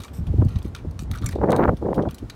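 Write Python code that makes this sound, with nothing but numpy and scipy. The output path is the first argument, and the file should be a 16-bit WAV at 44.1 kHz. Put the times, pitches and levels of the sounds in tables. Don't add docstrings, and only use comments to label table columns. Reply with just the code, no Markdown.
import sys
import numpy as np
from scipy import signal
from scipy.fft import rfft, irfft
from scipy.io import wavfile
from scipy.ndimage import uniform_filter1d

SR = 44100
rng = np.random.default_rng(int(sys.argv[2]) if len(sys.argv) > 2 else 0)


def int16_out(signal):
    q = np.round(np.clip(np.atleast_2d(signal).T, -1, 1) * 32767)
    wavfile.write(sys.argv[1], SR, q.astype(np.int16))


N = 103635

# (frequency [Hz], level [dB])
YARD_SPECTRUM = [(120, -11), (200, -1), (482, -7.5), (590, -11.5), (1140, -16.5), (2650, -31), (3690, -33),
                 (5520, -38), (9400, -43.5), (16000, -56)]
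YARD_DB = -47.5

# (time [s], level [dB])
AIR_LEVELS = [(0, -69), (.22, -67.5), (.42, -61.5), (.7, -69), (.95, -72), (1.08, -79), (1.42, -66),
              (1.72, -65), (1.9, -68), (2.07, -69), (2.35, -65)]
# (frequency [Hz], level [dB])
AIR_SPECTRUM = [(300, -20), (2500, 6.5), (4500, 2.5), (8000, -2.5), (16000, -8)]

# (time [s], level before RUMBLE_DB [dB])
RUMBLE_LEVELS = [(0.0, -33), (0.06, -54), (0.12, -34), (0.16, -38), (0.22, -25), (0.25, -36.5), (0.28, -21),
                 (0.372, -22), (0.396, -11), (0.432, -17), (0.444, -22.5), (0.468, -19.5), (0.495, -29),
                 (0.55, -33.5), (0.567, -23), (0.595, -30), (0.63, -38), (0.66, -28.5), (0.78, -41.5),
                 (0.84, -35), (0.879, -24.5), (0.92, -34.5), (1.08, -30.5), (1.109, -23.5), (1.17, -32.5),
                 (1.21, -35), (1.248, -20), (1.28, -30.5), (1.43, -25.5), (1.45, -34), (1.65, -34.5),
                 (1.69, -19), (1.75, -31), (1.782, -39), (1.83, -28.5), (1.96, -38), (2.0, -29),
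                 (2.05, -42), (2.079, -25), (2.18, -51.5), (2.241, -29), (2.28, -43), (2.35, -47)]
# (frequency [Hz], level [dB])
RUMBLE_SPECTRUM = [(15, -52), (30, -21), (48, -3), (65, -0.5), (95, -1.5), (140, -9.5), (220, -15),
                   (400, -29.5), (800, -20), (2000, -62)]
RUMBLE_DB, RUMBLE_TOP_HZ = 0.5, 240

# (centre time [s], width [s], level [dB], low-pass corner [Hz])
EDDIES = [(0.187, 0.007, -31.5, 212), (0.217, 0.016, -26, 149), (0.293, 0.0076, -25, 202),
          (0.339, 0.0037, -23.5, 360), (0.384, 0.002, -23.5, 374), (0.4238, 0.0033, -16.5, 380),
          (.422, 0.0039, -28, 803), (0.451, 0.004, -18.5, 269), (.461, .007, -14.5, 113),
          (.561, 0.006, -15.5, 124), (.654, 0.0038, -23.5, 280), (0.850, 0.0054, -31, 415),
          (1.024, 0.00093, -23.5, 256), (1.225, 0.011, -34, 320), (1.281, 0.018, -34, 257),
          (1.359, 0.0019, -18.5, 528), (1.387, 0.0015, -21, 594), (1.415, 0.0017, -18.5, 750),
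          (1.437, 0.0018, -15.5, 780), (1.502, 0.0048, -13.5, 563), (1.527, 0.0022, -16.5, 990),
          (1.593, 0.0025, -17.5, 820), (1.690, 0.0066, -17, 710), (1.738, 0.0034, -22, 323),
          (1.826, 0.0011, -20, 616), (1.888, 0.0028, -16.5, 570), (1.931, 0.00064, -18.5, 935),
          (1.978, 0.003, -22, 335), (2.036, 0.0018, -17.5, 573), (2.132, 0.002, -32.5, 290),
          (2.232, 0.0068, -29.5, 296)]
EDDY_LOW_SHARE = 0.52

# (time [s], level before BODY_DB [dB], treble level before TREBLE_DB [dB])
GUSTS = [
    [(1.33, -41, -47), (1.348, -35.5, -71), (1.406, -32, -76), (1.412, -22, -49), (1.438, -16, -30),
     (1.47, -23, -45), (1.498, -14, -29), (1.512, -19, -43), (1.526, -18, -25), (1.584, -20.5, -37),
     (1.594, -15.5, -30), (1.658, -18.5, -24), (1.672, -26.5, -63), (1.676, -19, -30), (1.694, -17.5, -25),
     (1.708, -26, -57), (1.738, -25, -72), (1.75, -73, -86), (1.78, -59, -61)],
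    [(1.8, -64, -73), (1.828, -20.5, -59), (1.838, -28.5, -77), (1.862, -18.5, -34), (1.872, -21, -74),
     (1.884, -27.5, -60), (1.892, -31, -66), (1.904, -19.5, -53), (1.922, -21, -58), (1.93, -27.5, -54),
     (1.942, -33.5, -59), (1.96, -27, -57), (1.988, -13.5, -29.5), (2.046, -29, -66), (2.056, -25, -36),
     (2.08, -20.5, -83), (2.09, -44, -69), (2.102, -69, -76), (2.12, -50, -60)],
]
# (frequency [Hz], level [dB])
GUST_BODY_SPECTRUM = [(30, -26), (80, -5.5), (160, 7.5), (280, 4.5), (500, 5), (750, -7), (1000, -13.5),
                      (1400, -36), (2500, -64)]
# (frequency [Hz], level [dB])
GUST_TREBLE_SPECTRUM = [(400, 1), (800, 8), (1100, 2), (1600, -6), (2200, -19.5), (3200, -42.5),
                        (5000, -48), (9000, -51)]
BODY_DB, TREBLE_DB = -1.5, 4.5
FLUTTER_HZ, BODY_FLUTTER_DB, TREBLE_FLUTTER_DB = 130, 1.5, 4.6
GUST_EVEN_S = 0.028

# (centre time [s], peak level [dB], half width before the high-pass [ms])
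CRACKLES = [(1.416, -35, .17), (1.4438, -8, 0.41), (1.488, -14, 0.3), (1.497, -18, 0.22),
            (1.5299, -11.5, 0.16), (1.5974, -10.5, 0.31), (1.6282, -14.5, 0.22), (1.64, -12.5, 0.17),
            (1.655, -13, 0.29), (1.6805, -20, 0.21), (1.693, -25, 0.21), (1.931, -20, 0.29)]
CRACKLE_ABOVE_HZ = 420

# (frequency before MODE_SPREAD [Hz], level [dB], t60 [s])
TOY_MODES = [(1167, 12.5, 0.028), (1402, 8.5, 0.04), (1822, 2.5, 0.02), (2360, 5, 0.035), (3160, -3, 0.027),
             (3757, 0.5, 0.052), (4420, -3.5, 0.047), (6040, -2, 0.01), (6480, -5, 0.0085),
             (8300, -6.5, 0.012), (9430, -9.5, 0.0078), (10770, -15.5, 0.024), (13700, -23, .012)]
# (frequency [Hz], level [dB])
CRACK_SPECTRUM = [(300, -23), (900, 10.5), (1500, 7), (4000, 0.5), (7000, -10), (10000, -14.5),
                  (16000, -21)]
MODE_SPREAD = 0.027
KNOCK_BELOW_HZ, SNAP_ABOVE_HZ, SNAP_TOP_HZ = 3800, 13200, 11500

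# (time [s], starting level [dB], t60 [s])
PINGS = [(1.114, -57, 0.082), (1.566, -54, 0.32)]
PING_HZ, PING_WIDTH_HZ = 14500, 160

# (time [s], starting level [dB], frequency [Hz], t60 [s])
PART_NOTES = [(0.748, -38, 1410, 0.061), (0.749, -48, 2480, 0.11), (1.135, -42, 1430, 0.087),
              (1.152, -34, 1400, 0.067), (1.234, -39, 1300, 0.16), (1.262, -24.5, 7240, 0.025),
              (1.263, -27.5, 5880, 0.023), (1.264, -29.5, 8860, 0.02), (1.265, -37, 2220, 0.062),
              (1.29, -30.5, 1730, 0.023), (1.326, -35, 1940, 0.024), (2.087, -50, 1340, 0.031),
              (2.298, -33, 4490, 0.018)]
NOTE_WIDTH_HZ, NOTE_RISE_S = 224, 0.00056

# (start [s], length [s], level at the end of that length [dB])
SQUEAKS = [(0.016, 0.072, -62.5), (0.133, 0.062, -57.5)]
# (frequency [Hz], width [Hz], level [dB])
SQUEAK_BANDS = [(5600, 590, -5), (8300, 1300, -2.5), (9450, 113, -10), (12300, 570, -4.5),
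                (13800, 610, -8.5)]
SQUEAK_GRAIN_HZ, SQUEAK_GRAIN_DB, SQUEAK_RUB_DB = 200, 2, -3

# (start [s], length [s], level [dB], hollow knock [dB], bright snap [dB])
SCRAPES = [(0.037, 0.017, -48.5, 0, -15), (0.483, 0.1, -56, 7, -12), (0.644, 0.039, -58, -2, -4.5),
           (0.749, 0.046, -53.5, 6, -5), (0.993, 0.044, -56, -15, -1), (1.132, 0.047, -50, 14, 1),
           (1.19, .03, -68, 2, -13), (1.226, 0.061, -54, 6, -12), (1.309, 0.024, -53.5, -4, -1),
           (1.939, 0.03, -59.5, -8, 2), (2.086, 0.086, -58.5, 16, 5)]
SCRAPE_RISE_S, SCRAPE_RELEASE_S, SCRAPE_FADE_DB = 0.0021, 0.011, -7
SCRAPE_PER_S, SCRAPE_HISS, SCRAPE_CRACK_DB = 320, 0.3, 2

# (time [s], peak level before CLACK_DB [dB], main ring [Hz],
# hollow knock [dB], bright snap [dB], chatter setting [ms])
CLACKS = [(0.0024, -30, 3800, 14.5, 8.5, 7.1), (0.018, -36.5, 3460, -4, -3, 10),
          (0.0356, -27, 6700, -17, -26, 4), (0.0456, -46, 3180, 2, -2, 2.3),
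          (0.0802, -34.5, 3380, 14, -7, 7.2), (0.2684, -34.5, 3290, 11, 1.5, 10.5),
          (0.449, -40.5, 4500, -5, 12, 3.2), (0.4884, -41, 4330, -9, 10, 6.3),
          (0.5582, -30.5, 3800, 4, -24, 7.6), (0.5867, -34.5, 3120, 6, 4, 5.4),
          (0.62, -35, 3450, 26, -14, 5.4), (0.627, -38.5, 4500, -5, 19, 5),
          (0.7496, -23, 3670, -19, -8.5, 3.5), (0.7634, -32, 3080, 11, 5, 4.3),
          (0.911, -40.5, 4350, -12, 6, 4), (0.992, -22.5, 5760, -5, -14, 2.2),
          (1.0016, -42, 2900, -12, 10, 2.6), (1.034, -45, 4600, -6, 15, 1.8),
          (1.1135, -22.5, 3660, 1.5, 2, 4.1), (1.1507, -35, 3700, -6, 9, 1.5),
          (1.156, -31.5, 3140, -6, 12, 7.3), (1.175, -32, 3900, -4, -4, 1.8),
          (1.1847, -32, 5760, -23, -23, 4.1), (1.216, -40, 4000, -9, 4, 2.5),
          (1.2217, -31, 3520, 9, -16, 4.7), (1.2438, -32, 3760, -5, 12, 3.6), (1.26, -20, 7340, -2, 5, 5.2),
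          (1.2892, -23, 5030, -2, 2, 3.4), (1.31, -36, 3920, -2, -4, 2.1), (1.3212, -34, 3900, -2, -3, 2.7),
          (1.3273, -30.5, 3970, 24, -9, 3.6), (1.3537, -37, 3670, -8, -13, 9),
          (1.5048, -25, 6000, -20, -12, 5), (1.5195, -19, 3680, 1.5, 2, 3), (1.5632, -20, 3820, -4, 0, 1.8),
          (1.7688, -37, 3360, -12, -6, 9.2), (1.944, -34, 3140, -3, -8, 6.6),
          (2.0216, -37, 3220, -10, -30, 8), (2.0884, -29.5, 3330, 20, -12, 5.8),
          (2.1098, -31, 3030, -7, 6, 2.9), (2.145, -30, 3960, -8, 19, 5.6),
          (2.183, -32.5, 3100, -2, 4, 9.5), (2.2987, -23.5, 3890, -2.5, -7, 4.9)]
CLACK_DB, CLACK_CRACK_DB = -11, 2.5
RING_DB, RING_T60_S = -5, 0.0088
RATTLE_DB, RATTLE_S, RATTLE_PER_S = -19.5, 0.0095, 300

ECHO_DB, ECHO_T60_S = -11.5, 0.17
CUTOFF_HZ = 15900


def amp(db):
    return 10 ** (np.asarray(db) / 20)


def unit(x):
    return x / np.sqrt(np.mean(x ** 2) + 1e-20)


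def add(mix, s, sound):
    part = mix[max(round(s * SR), 0):][:len(sound)]
    part += sound[:len(part)]


def level_curve(points):
    s, db = np.transpose(points)
    return amp(np.interp(np.arange(N) / SR, s, db))


def colour(x, points):
    hz, db = np.transpose(points)
    f = np.fft.rfftfreq(len(x), 1 / SR)
    gain = amp(np.interp(np.log(f + 1), np.log(hz + 1), db))
    return irfft(rfft(x) * gain, len(x))


def noise(points):
    return unit(colour(rng.standard_normal(N), points))


def steadied(x, span_s):
    window = signal.windows.hann(int(span_s * SR) + 3)
    power = signal.fftconvolve(x ** 2, window, "same")
    return unit(x / np.sqrt(abs(power) + 1e-9))


def band(x, hz, kind, order=2):
    sos = signal.butter(order, min(hz, SR / 2 - 1), kind, fs=SR, output="sos")
    return signal.sosfilt(sos, x)


def decay(t, t60):
    return np.exp(-np.log(1000) * t / t60)


def yard():
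    return amp(YARD_DB) * noise(YARD_SPECTRUM)


def air():
    return level_curve(AIR_LEVELS) * noise(AIR_SPECTRUM)


def rumble():
    low_noise = band(noise(RUMBLE_SPECTRUM), RUMBLE_TOP_HZ, "low")
    return amp(RUMBLE_DB) * level_curve(RUMBLE_LEVELS) * steadied(low_noise, span_s=0.1)


def eddies():
    t = np.arange(SR // 5) / SR - 0.1
    out = np.zeros(N)
    for s, width, db, hz in EDDIES:
        shape = np.exp(-(t / width) ** 2 / 2)
        swirl = rfft(rng.standard_normal(len(t)) * shape)
        swirl /= np.sqrt(abs(swirl) + 0.48 * abs(swirl).mean())
        puff = band(irfft(swirl, len(t)), hz, "low", order=4)
        puff = band(puff, EDDY_LOW_SHARE * hz, "high")
        puff *= np.linalg.norm(shape) / np.linalg.norm(puff)
        add(out, s + t[0], amp(db) * puff)
    return out


def gusts():
    t, out = np.arange(N) / SR, np.zeros(N)
    flutter = unit(band(rng.standard_normal(N), FLUTTER_HZ, "low"))
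    flutter = np.clip(flutter, -2, 2)
    body = noise(GUST_BODY_SPECTRUM) * amp(BODY_FLUTTER_DB * flutter)
    body = amp(BODY_DB) * steadied(body, GUST_EVEN_S)
    treble = noise(GUST_TREBLE_SPECTRUM) * amp(TREBLE_FLUTTER_DB * flutter)
    treble = amp(TREBLE_DB) * steadied(treble, GUST_EVEN_S)
    for gust in GUSTS:
        s, body_db, treble_db = np.transpose(gust)
        edges = np.clip(np.minimum(t - s[0], s[-1] - t) / 0.0067, 0, 1)
        body_gain = amp(np.interp(t, s, body_db))
        treble_gain = amp(np.interp(t, s, treble_db))
        out += edges * (body * body_gain + treble * treble_gain)
    return out


def crackles():
    t = np.arange(SR // 50) / SR - 0.01
    out = np.zeros(N)
    for s, db, width_ms in CRACKLES:
        spike = 1 / (1 + (t * 1000 / width_ms) ** 2)
        spike = band(spike, CRACKLE_ABOVE_HZ, "high")
        add(out, s + t[0], amp(db) * rng.choice([-1, 1]) * spike / abs(spike).max())
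    return out


def hiss_band(t, hz, width_hz):
    z = rng.standard_normal(len(t)) + 1j * rng.standard_normal(len(t))
    z = band(z, width_hz / 2, "low")
    return unit((z * np.exp(2j * np.pi * hz * t)).real)


def ping(db, t60):
    t = np.arange(SR // 3) / SR
    return amp(db) * hiss_band(t, PING_HZ, PING_WIDTH_HZ) * decay(t, t60)


def part_note(db, hz, t60):
    t = np.arange(SR // 8) / SR
    tone = steadied(hiss_band(t, hz, NOTE_WIDTH_HZ), span_s=0.011)
    return amp(db) * tone * np.minimum(t / NOTE_RISE_S, 1) * decay(t, t60)


def contacts(n, per_s):
    return unit(rng.standard_normal(n) * (rng.random(n) < per_s / SR))


def grains(n, per_s):
    edges = np.geomspace(700, 16500, 11)
    total = np.zeros(n)
    for low_hz, high_hz in zip(edges, edges[1:]):
        above = band(contacts(n, per_s), low_hz, "high", order=4)
        total += band(above, high_hz, "low", order=4)
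    return unit(total)


def rub_edges(t, length):
    release = np.exp(-np.maximum(t - length, 0) / SCRAPE_RELEASE_S)
    return np.clip(t / SCRAPE_RISE_S, 0, 1) * release


def squeak(length, db):
    t = np.arange(int(length * SR) + SR // 20) / SR
    tones = unit(sum(amp(level) * hiss_band(t, hz, width) for hz, width, level in SQUEAK_BANDS))
    grain = unit(band(rng.standard_normal(len(t)), SQUEAK_GRAIN_HZ, "low"))
    tones = unit(tones * amp(SQUEAK_GRAIN_DB * grain))
    rub = grains(len(t), SCRAPE_PER_S) + rng.standard_normal(len(t))
    rub = unit(band(rub, KNOCK_BELOW_HZ, "low"))
    x = unit(tones + amp(SQUEAK_RUB_DB) * rub)
    return amp(db) * x * rub_edges(t, length) * amp(SCRAPE_FADE_DB * (t / length - 1))


def ring(t, hz, t60):
    mode = np.sin(2 * np.pi * hz * t) * decay(t, t60)
    return mode / np.linalg.norm(mode)


def toy(force, knock_db, snap_db, crack_db):
    t = np.arange(len(force)) / SR
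    body = np.zeros(len(t))
    for hz, db, t60 in TOY_MODES:
        shifted_hz = hz * (1 + MODE_SPREAD * rng.standard_normal())
        body += amp(db) * rng.choice([-1, 1]) * ring(t, shifted_hz, t60)
    rung = signal.fftconvolve(force, body / np.linalg.norm(body))[:len(t)]
    crack = colour(np.pad(force, (0, len(t))), CRACK_SPECTRUM)[:len(t)]
    x = rung + amp(crack_db) * crack
    knock = band(x, KNOCK_BELOW_HZ, "low")
    snap = band(band(x, SNAP_ABOVE_HZ, "high"), SNAP_TOP_HZ, "low", order=1)
    middle = band(band(x, KNOCK_BELOW_HZ, "high"), SNAP_ABOVE_HZ, "low")
    return amp(knock_db) * unit(knock) - unit(middle) + amp(snap_db) * unit(snap)


def scrape(length, db, knock_db, snap_db):
    t = np.arange(int(length * SR) + SR // 20) / SR
    slips = grains(len(t), SCRAPE_PER_S) + SCRAPE_HISS * rng.standard_normal(len(t))
    force = rub_edges(t, length) * amp(SCRAPE_FADE_DB * t / length) * slips
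    return amp(db) * unit(toy(force, knock_db, snap_db, SCRAPE_CRACK_DB))


def chatter(t, decay_s):
    z = rfft(rng.standard_normal(len(t)) * np.exp(-t / decay_s))
    flat = irfft(z / (abs(z) + 0.2 * abs(z).mean()), len(t))
    burst = flat * np.exp(-t / (4 * decay_s))
    return burst * np.sqrt(decay_s * SR / 2) / np.linalg.norm(burst)


def clack(peak_db, hz, knock_db, snap_db, chatter_ms):
    t = np.arange(SR // 5) / SR
    blow = chatter(t, max(chatter_ms, 0.5) / 1000)
    rattle = grains(len(t), RATTLE_PER_S) * np.exp(-t / RATTLE_S)
    force = blow + amp(RATTLE_DB) * rattle
    main = signal.fftconvolve(force, ring(t, hz, RING_T60_S))[:len(t)]
    x = unit(toy(force, knock_db, snap_db, CLACK_CRACK_DB)) + amp(RING_DB) * unit(main)
    peak = np.sqrt(uniform_filter1d(x ** 2, size=128).max())
    return amp(peak_db + CLACK_DB) * x / peak


def echo(x):
    t = np.arange(SR // 2) / SR
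    reflections = contacts(len(t), 2000) * decay(t, ECHO_T60_S) * (t > 0.008)
    reflections /= np.linalg.norm(reflections)
    return amp(ECHO_DB) * band(signal.fftconvolve(x, reflections)[:N], 4900, "low", order=1)


def whirligig():
    x = np.zeros(N)
    layers = [(PINGS, ping), (PART_NOTES, part_note), (SQUEAKS, squeak), (SCRAPES, scrape), (CLACKS, clack)]
    for table, sound in layers:
        for s, *settings in table:
            add(x, s, sound(*settings))
    return x + echo(x)


def scene():
    wind = air() + rumble() + eddies() + gusts() + crackles()
    return (yard() + wind + whirligig())[None]


def record(dry):
    low_pass = signal.firwin(511, CUTOFF_HZ, window=("kaiser", 9), fs=SR)
    return signal.oaconvolve(dry, low_pass[None], "same")


dry = scene()
out = record(dry)
int16_out(out)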